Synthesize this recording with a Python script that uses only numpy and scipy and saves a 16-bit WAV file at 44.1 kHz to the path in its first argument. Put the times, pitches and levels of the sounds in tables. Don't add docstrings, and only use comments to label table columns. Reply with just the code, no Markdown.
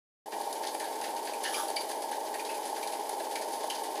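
import sys
import numpy as np
from scipy import signal
from scipy.fft import rfft, irfft
from scipy.io import wavfile

SR = 44100
rng = np.random.default_rng(int(sys.argv[2]) if len(sys.argv) > 2 else 0)


def wav_record(signal):
    frames = np.transpose(np.atleast_2d(signal))
    bounded = np.clip(frames, -1, 1)
    quanta = np.round(bounded * 32767).astype(np.int16)
    wavfile.write(sys.argv[1], SR, quanta)


N = 176400

# freq_hz, density_db
DECK_SPECTRUM = [(25, -46), (75, -47), (125, -35.5), (165, -30.5), (205, -19.5), (260, -16.5), (335, -6.5),
                 (372, -5.5), (420, -3.5), (545, -5.5), (630, 2), (700, -3), (768, 0.5), (800, 3),
                 (860, 3.5), (920, 1), (965, -6), (1075, -6.5), (1180, -22), (1500, -62), (4000, -43)]
BELT_HISS_SPECTRUM = [(500, -36.5), (1200, 2.5), (1700, 5), (2350, 2), (2750, -5.5), (3050, 1),
                      (4000, -4.5), (4700, 4), (5600, 0.5), (6300, 0), (7200, 0), (8900, 4), (10300, 9),
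                      (11700, 3), (13500, -0.5), (15500, -4)]
ROLLER_SWISH_SPECTRUM = [(700, -14), (1300, -0.5), (1800, 5.5), (2750, 1), (3300, 5.5), (4700, 4.5),
                         (5600, 3), (6400, 1.5), (7500, 1), (10300, -22), (15000, -17)]
SCUFF_BODY_SPECTRUM = [(700, -54), (1400, 4.5), (1750, 9.5), (2350, 3.5), (2750, 5), (3100, -6),
                       (4200, -17)]
SCUFF_RASP_SPECTRUM = [(2000, -36), (3050, 2.5), (4000, 5), (4700, 7.5), (5600, -0.5), (6400, 2.5),
                       (8500, -20)]
SCUFF_TICK_SPECTRUM = [(4500, -45), (7000, 1), (9000, 7), (10300, 12.5), (12000, -1), (15500, -11)]
SCRAPE_HISS_SPECTRUM = [(800, -35), (1500, -2), (2200, -25), (3300, 9.5), (4200, -1), (4900, -3), (5600, 5),
                        (6400, 1), (8500, -2), (9500, 2), (10500, 15), (11700, -2), (15000, -10)]
SCRAPE_RUB_SPECTRUM = [(700, -30), (1080, 6.5), (1300, 0), (1550, -2.5), (2100, -16)]
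# freq_hz, relative_db
HUM_ENVELOPE = [(200, -81), (250, -69), (264, -67), (278, -62), (293, -73.5), (308, -75), (322, -57.5),
                (337, -60.5), (352, -78.5), (381, -59), (396, -60.5), (425, -56.5), (454, -55), (469, -88),
                (513, -55.5), (542, -65), (571, -59), (630, -75), (690, -60.5)]
# pitch_hz, width_hz, level_db, pulses_per_turn, pulse_depth
HOUSING_MODES = [(623.3, 6.5, -53, 1, 0), (813, 13.4, -44, 1, 0.2), (844, 13, -48, 2, 0.33),
                 (904.6, 13, -43.5, 2, 0.3), (1678, 6.1, -64, 1, 0.54), (2910, 10.5, -68.5, 1, 0.4)]
# centre_hz, width_hz, boost_db
FRAME_MODES = [(1545, 40, 3), (1680, 50, 2.5), (2340, 80, 2.5), (3070, 70, 4), (3650, 120, 2),
               (4170, 50, 2.5), (4530, 80, 3.5), (4910, 70, 3.5), (5100, 70, 2.5), (6130, 90, 2.5),
               (6450, 140, 2.5), (8250, 500, 2)]
# start_s, relative_db
FOOTFALLS = [(0.326, -37), (0.399, -36), (1.63, -37), (1.699, -32), (1.803, -38), (1.893, -35),
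             (3.205, -32), (3.268, -38), (3.639, -27.5)]
# start_s, decay_s, pitch_hz, relative_db
CLAW_CATCHES = [(0.325, 0.0076, 1800, -44), (0.67, .011, 4600, -53), (0.82, 0.027, 1680, -45.5),
                (1.335, 0.0094, 2500, -37.5), (1.448, 0.04, 1750, -34.5), (1.448, .032, 2950, -37.5),
                (1.541, .011, 2310, -35.5), (1.546, .009, 2990, -41), (1.55, 0.022, 4900, -39),
                (1.764, 0.0048, 4683, -26.5), (1.766, 0.0025, 9950, -36), (1.765, 0.0096, 2280, -33.5),
                (1.77, .004, 3030, -35), (2.127, .01, 1900, -37.5), (2.339, 0.0092, 1830, -40),
                (2.393, .0097, 2430, -37.5), (2.49, .013, 2520, -40), (2.828, 0.0098, 2390, -38.5),
                (3.355, 0.0096, 2240, -33), (3.699, 0.013, 3060, -36.5)]
# start_s, decay_s, body_db, rasp_db, tick_db
PAW_SCUFFS = [(0.317, 0.0093, -40.5, -43, -51), (0.41, 0.01, -47, -45.5, -43),
              (0.525, .007, -44, -38.5, -36.5), (0.63, 0.02, -41, -39, -44),
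              (0.666, 0.015, -60, -35.5, -43), (0.743, .0065, -42, -40, -35),
              (0.795, 0.018, -41, -40.5, -39.5), (0.84, 0.017, -45, -42.5, -46),
              (0.953, 0.0084, -48, -44, -45), (1.01, 0.013, -42.5, -42.5, -40.5),
              (1.034, 0.031, -42, -42.5, -43), (1.159, .02, -45, -44, -48), (1.249, 0.015, -46, -42, -39.5),
              (1.268, 0.011, -39.5, -42.5, -54), (1.333, .008, -52, -44, -38.5),
              (1.434, .011, -39, -37, -34.5), (1.442, 0.047, -52, -36.5, -52),
              (1.54, 0.0071, -55, -34.5, -35), (1.68, 0.011, -45, -43, -38.5),
              (1.698, 0.0084, -46, -40, -39), (1.76, .0048, -51, -34, -33), (1.805, 0.013, -44, -38.5, -38),
              (1.888, 0.025, -47.5, -42.5, -41.5), (1.91, 0.014, -44.5, -41.5, -41),
              (2.018, .01, -45, -44, -40), (2.11, 0.0041, -43, -41, -35), (2.119, .014, -44, -40, -50),
              (2.339, 0.013, -40, -45, -40.5), (2.394, 0.016, -50, -41, -44),
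              (2.447, 0.019, -49, -41.5, -44.5), (2.491, 0.028, -44, -47, -46),
              (2.541, 0.024, -45.5, -42.5, -44), (2.651, 0.037, -49, -42, -39.5),
              (2.757, 0.028, -44.5, -43, -46), (2.826, 0.017, -52, -40.5, -40.5),
              (2.871, 0.012, -46, -41.5, -39), (2.917, 0.024, -43, -44, -41.5),
              (3.091, .007, -44, -41.5, -36), (3.196, 0.015, -44, -46, -43),
              (3.309, 0.024, -48, -42.5, -41.5), (3.353, .007, -34, -35, -34.5),
              (3.412, 0.02, -47, -40.5, -41.5), (3.526, 0.037, -51, -44, -44),
              (3.63, .02, -45.5, -41.5, -44), (3.697, 0.011, -40, -34.5, -35),
              (3.746, 0.026, -45, -40, -45), (3.832, 0.017, -46, -42.5, -39), (3.952, 0.026, -44, -45, -53)]

BIN_HZ = np.arange(N // 2 + 1) * SR / N


def undb(db):
    return 10 ** (np.asarray(db) / 20)


def colour(x, spectrum):
    hz, db = np.array(spectrum).T
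    gain_db = np.interp(np.log(np.maximum(BIN_HZ, 1)), np.log(hz), db)
    y = irfft(rfft(x) * undb(gain_db), N)
    return y / y.std()


def noise(spectrum):
    return colour(rng.standard_normal(N), spectrum)


def wander(bandwidth_hz):
    lowpass = np.exp(-(BIN_HZ / bandwidth_hz) ** 2) * (BIN_HZ > 0)
    y = irfft(rfft(rng.standard_normal(N)) * lowpass, N)
    return y / y.std()


def burst(age_s, attack_s, decay_s):
    return np.clip(age_s / attack_s, 0, 1) * np.exp(-np.maximum(age_s - attack_s, 0) / decay_s)


def room(x, t60_s=0.25, tail_db=-6, gap_s=0.008):
    t = np.arange(SR // 2) / SR
    tail = rng.standard_normal(len(t)) * np.exp(-np.log(1000) * t / t60_s) * (t > gap_s)
    return x + undb(tail_db) * signal.fftconvolve(x, tail / np.linalg.norm(tail))[:N]


def frame(friction, gain_db=-0.5, low_cut_hz=130):
    boost_db = sum(db / (1 + (2 * (BIN_HZ - hz) / width_hz) ** 2) for hz, width_hz, db in FRAME_MODES)
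    highpass = BIN_HZ ** 2 / (BIN_HZ ** 2 + low_cut_hz ** 2)
    return irfft(rfft(friction) * undb(gain_db + boost_db) * highpass, N)


def belt(t, roller_hz=8.2, roller_offset_s=0.082, swish_db=-51, hiss_db=-48):
    angle = 2 * np.pi * roller_hz * (t - roller_offset_s)
    once_db = 1.6 * np.cos(angle)
    twice_db = 2.7 * (np.cos(2 * angle) - 0.4 * np.sin(4 * angle))
    swish = undb(once_db + twice_db + 0.8 * wander(36)) * noise(ROLLER_SWISH_SPECTRUM)
    hiss = undb(hiss_db + 1.5 * wander(160)) * noise(BELT_HISS_SPECTRUM)
    return undb(swish_db) * swish / swish.std() + hiss


def motor_hum(turns, motor_hz, gain_db=0.5):
    hz, db = np.array(HUM_ENVELOPE).T
    out = np.zeros(N)
    for harmonic in range(14, 48):
        rms_db = np.interp(harmonic * motor_hz, hz, db) + gain_db
        out += undb(rms_db) * np.sin(2 * np.pi * (harmonic * turns + rng.random()))
    return np.sqrt(2) * out


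def motor_housing(t, turns, flutter_hz=56.8, flutter_depth=0.33):
    out = np.zeros(N)
    flutter = 1 + flutter_depth * np.cos(2 * np.pi * flutter_hz * t)
    for hz, width_hz, db, pulses_per_turn, depth in HOUSING_MODES:
        phasor = wander(2 * width_hz) + 1j * wander(2 * width_hz)
        phasor /= np.sqrt(1 + abs(phasor) ** 2)
        pulse = 1 + depth * np.cos(2 * np.pi * pulses_per_turn * turns)
        ring = np.real(phasor * np.exp(2j * np.pi * hz * t)) * pulse * flutter
        out += undb(db) * ring / ring.std()
    return out


def deck_rumble(turns, gain_db=-40, throb_depth=0.11, rattle_gain=0.28, scatter_db=3.5):
    angle = 2 * np.pi * turns
    throb = 1 + throb_depth * (np.cos(angle) + 0.53 * np.cos(2 * angle) + 0.75 * np.cos(7 * angle))
    knocks = np.diff(np.floor(turns), prepend=0)
    knocks *= undb(scatter_db * rng.standard_normal(N)) * rng.choice([-1, 1], N)
    rumble = colour(rng.standard_normal(N) * throb, DECK_SPECTRUM)
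    return undb(gain_db) * (rumble + rattle_gain * colour(knocks, DECK_SPECTRUM))


def footfalls(t, attack_s=0.0032, decay_s=0.0085):
    push = sum(undb(db) * burst(t - start_s, attack_s, decay_s) for start_s, db in FOOTFALLS)
    return push.std() * colour(push * rng.standard_normal(N), DECK_SPECTRUM)


def long_scrape(t, hiss_db=-38.3, rub_db=-36.5):
    start_s, peak_s, end_s = 1.39, 1.594, 1.68
    release_s, rise_s, fall_s = 1.604, 0.053, 0.021
    hiss_envelope = np.interp(t, (start_s, peak_s, end_s), (0, 1, 0))
    rub_envelope = np.exp(np.minimum((t - release_s) / rise_s, (release_s - t) / fall_s))
    hiss = undb(hiss_db) * hiss_envelope * noise(SCRAPE_HISS_SPECTRUM)
    rub = undb(rub_db) * rub_envelope * noise(SCRAPE_RUB_SPECTRUM)
    return (hiss + rub) * undb(2 * wander(60))


def claws(t, width_hz=110, attack_s=0.003, gain_db=-2, roughness_db=1.5):
    pole = np.exp(-np.pi * width_hz / SR)
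    phasor = signal.lfilter([1], [1, -pole], wander(1800) + 1j * wander(1900))
    phasor /= np.sqrt(phasor.var() / 2 + abs(phasor) ** 2)
    out = np.zeros(N)
    for start_s, decay_s, hz, db in CLAW_CATCHES:
        tone = np.real(phasor * np.exp(2j * np.pi * hz * t))
        out += undb(db) * burst(t - start_s, attack_s, decay_s) * tone / tone.std()
    return out * undb(gain_db + roughness_db * wander(430))


def paw_scuffs(t, attack_s=0.0041, body_lag_s=0.0041, gain_db=-2.5, grit_db=2.5):
    starts_s, decays_s, body_db, rasp_db, tick_db = np.array(PAW_SCUFFS).T
    out = np.zeros(N)
    for spectrum, levels_db, lag_s in ((SCUFF_BODY_SPECTRUM, body_db, body_lag_s),
                                       (SCUFF_RASP_SPECTRUM, rasp_db, 0),
                                       (SCUFF_TICK_SPECTRUM, tick_db, 0)):
        power = np.zeros(N)
        for start_s, decay_s, db in zip(starts_s, decays_s, levels_db):
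            power += (undb(db) * burst(t - start_s - lag_s, attack_s, decay_s)) ** 2
        out += np.sqrt(power) * noise(spectrum)
    return out * undb(gain_db + grit_db * wander(680))


def scene():
    t = np.arange(N) / SR
    motor_hz, waver_turns = 14.65, 0.004
    turns = motor_hz * t + waver_turns * wander(3.2)
    dog_friction = paw_scuffs(t) + claws(t) + long_scrape(t)
    deck = deck_rumble(turns) + footfalls(t)
    motor = motor_hum(turns, motor_hz) + motor_housing(t, turns)
    return (deck + motor + frame(room(dog_friction) + belt(t)))[None]


def record(dry, start_s=0.2582, ramp_s=0.0023, quiet_db=-5.5, rise_span_s=(0.314, 0.3343), top_hz=15500):
    t = np.arange(N) / SR
    gate = np.clip((t - start_s) / ramp_s, 0, 1)
    gain = undb(np.interp(t, rise_span_s, (quiet_db, 0)))
    lowpass = signal.ellip(12, 0.2, 80, top_hz, fs=SR, output="sos")
    return signal.sosfilt(lowpass, dry * gate * gain)


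dry = scene()
out = record(dry)
wav_record(out)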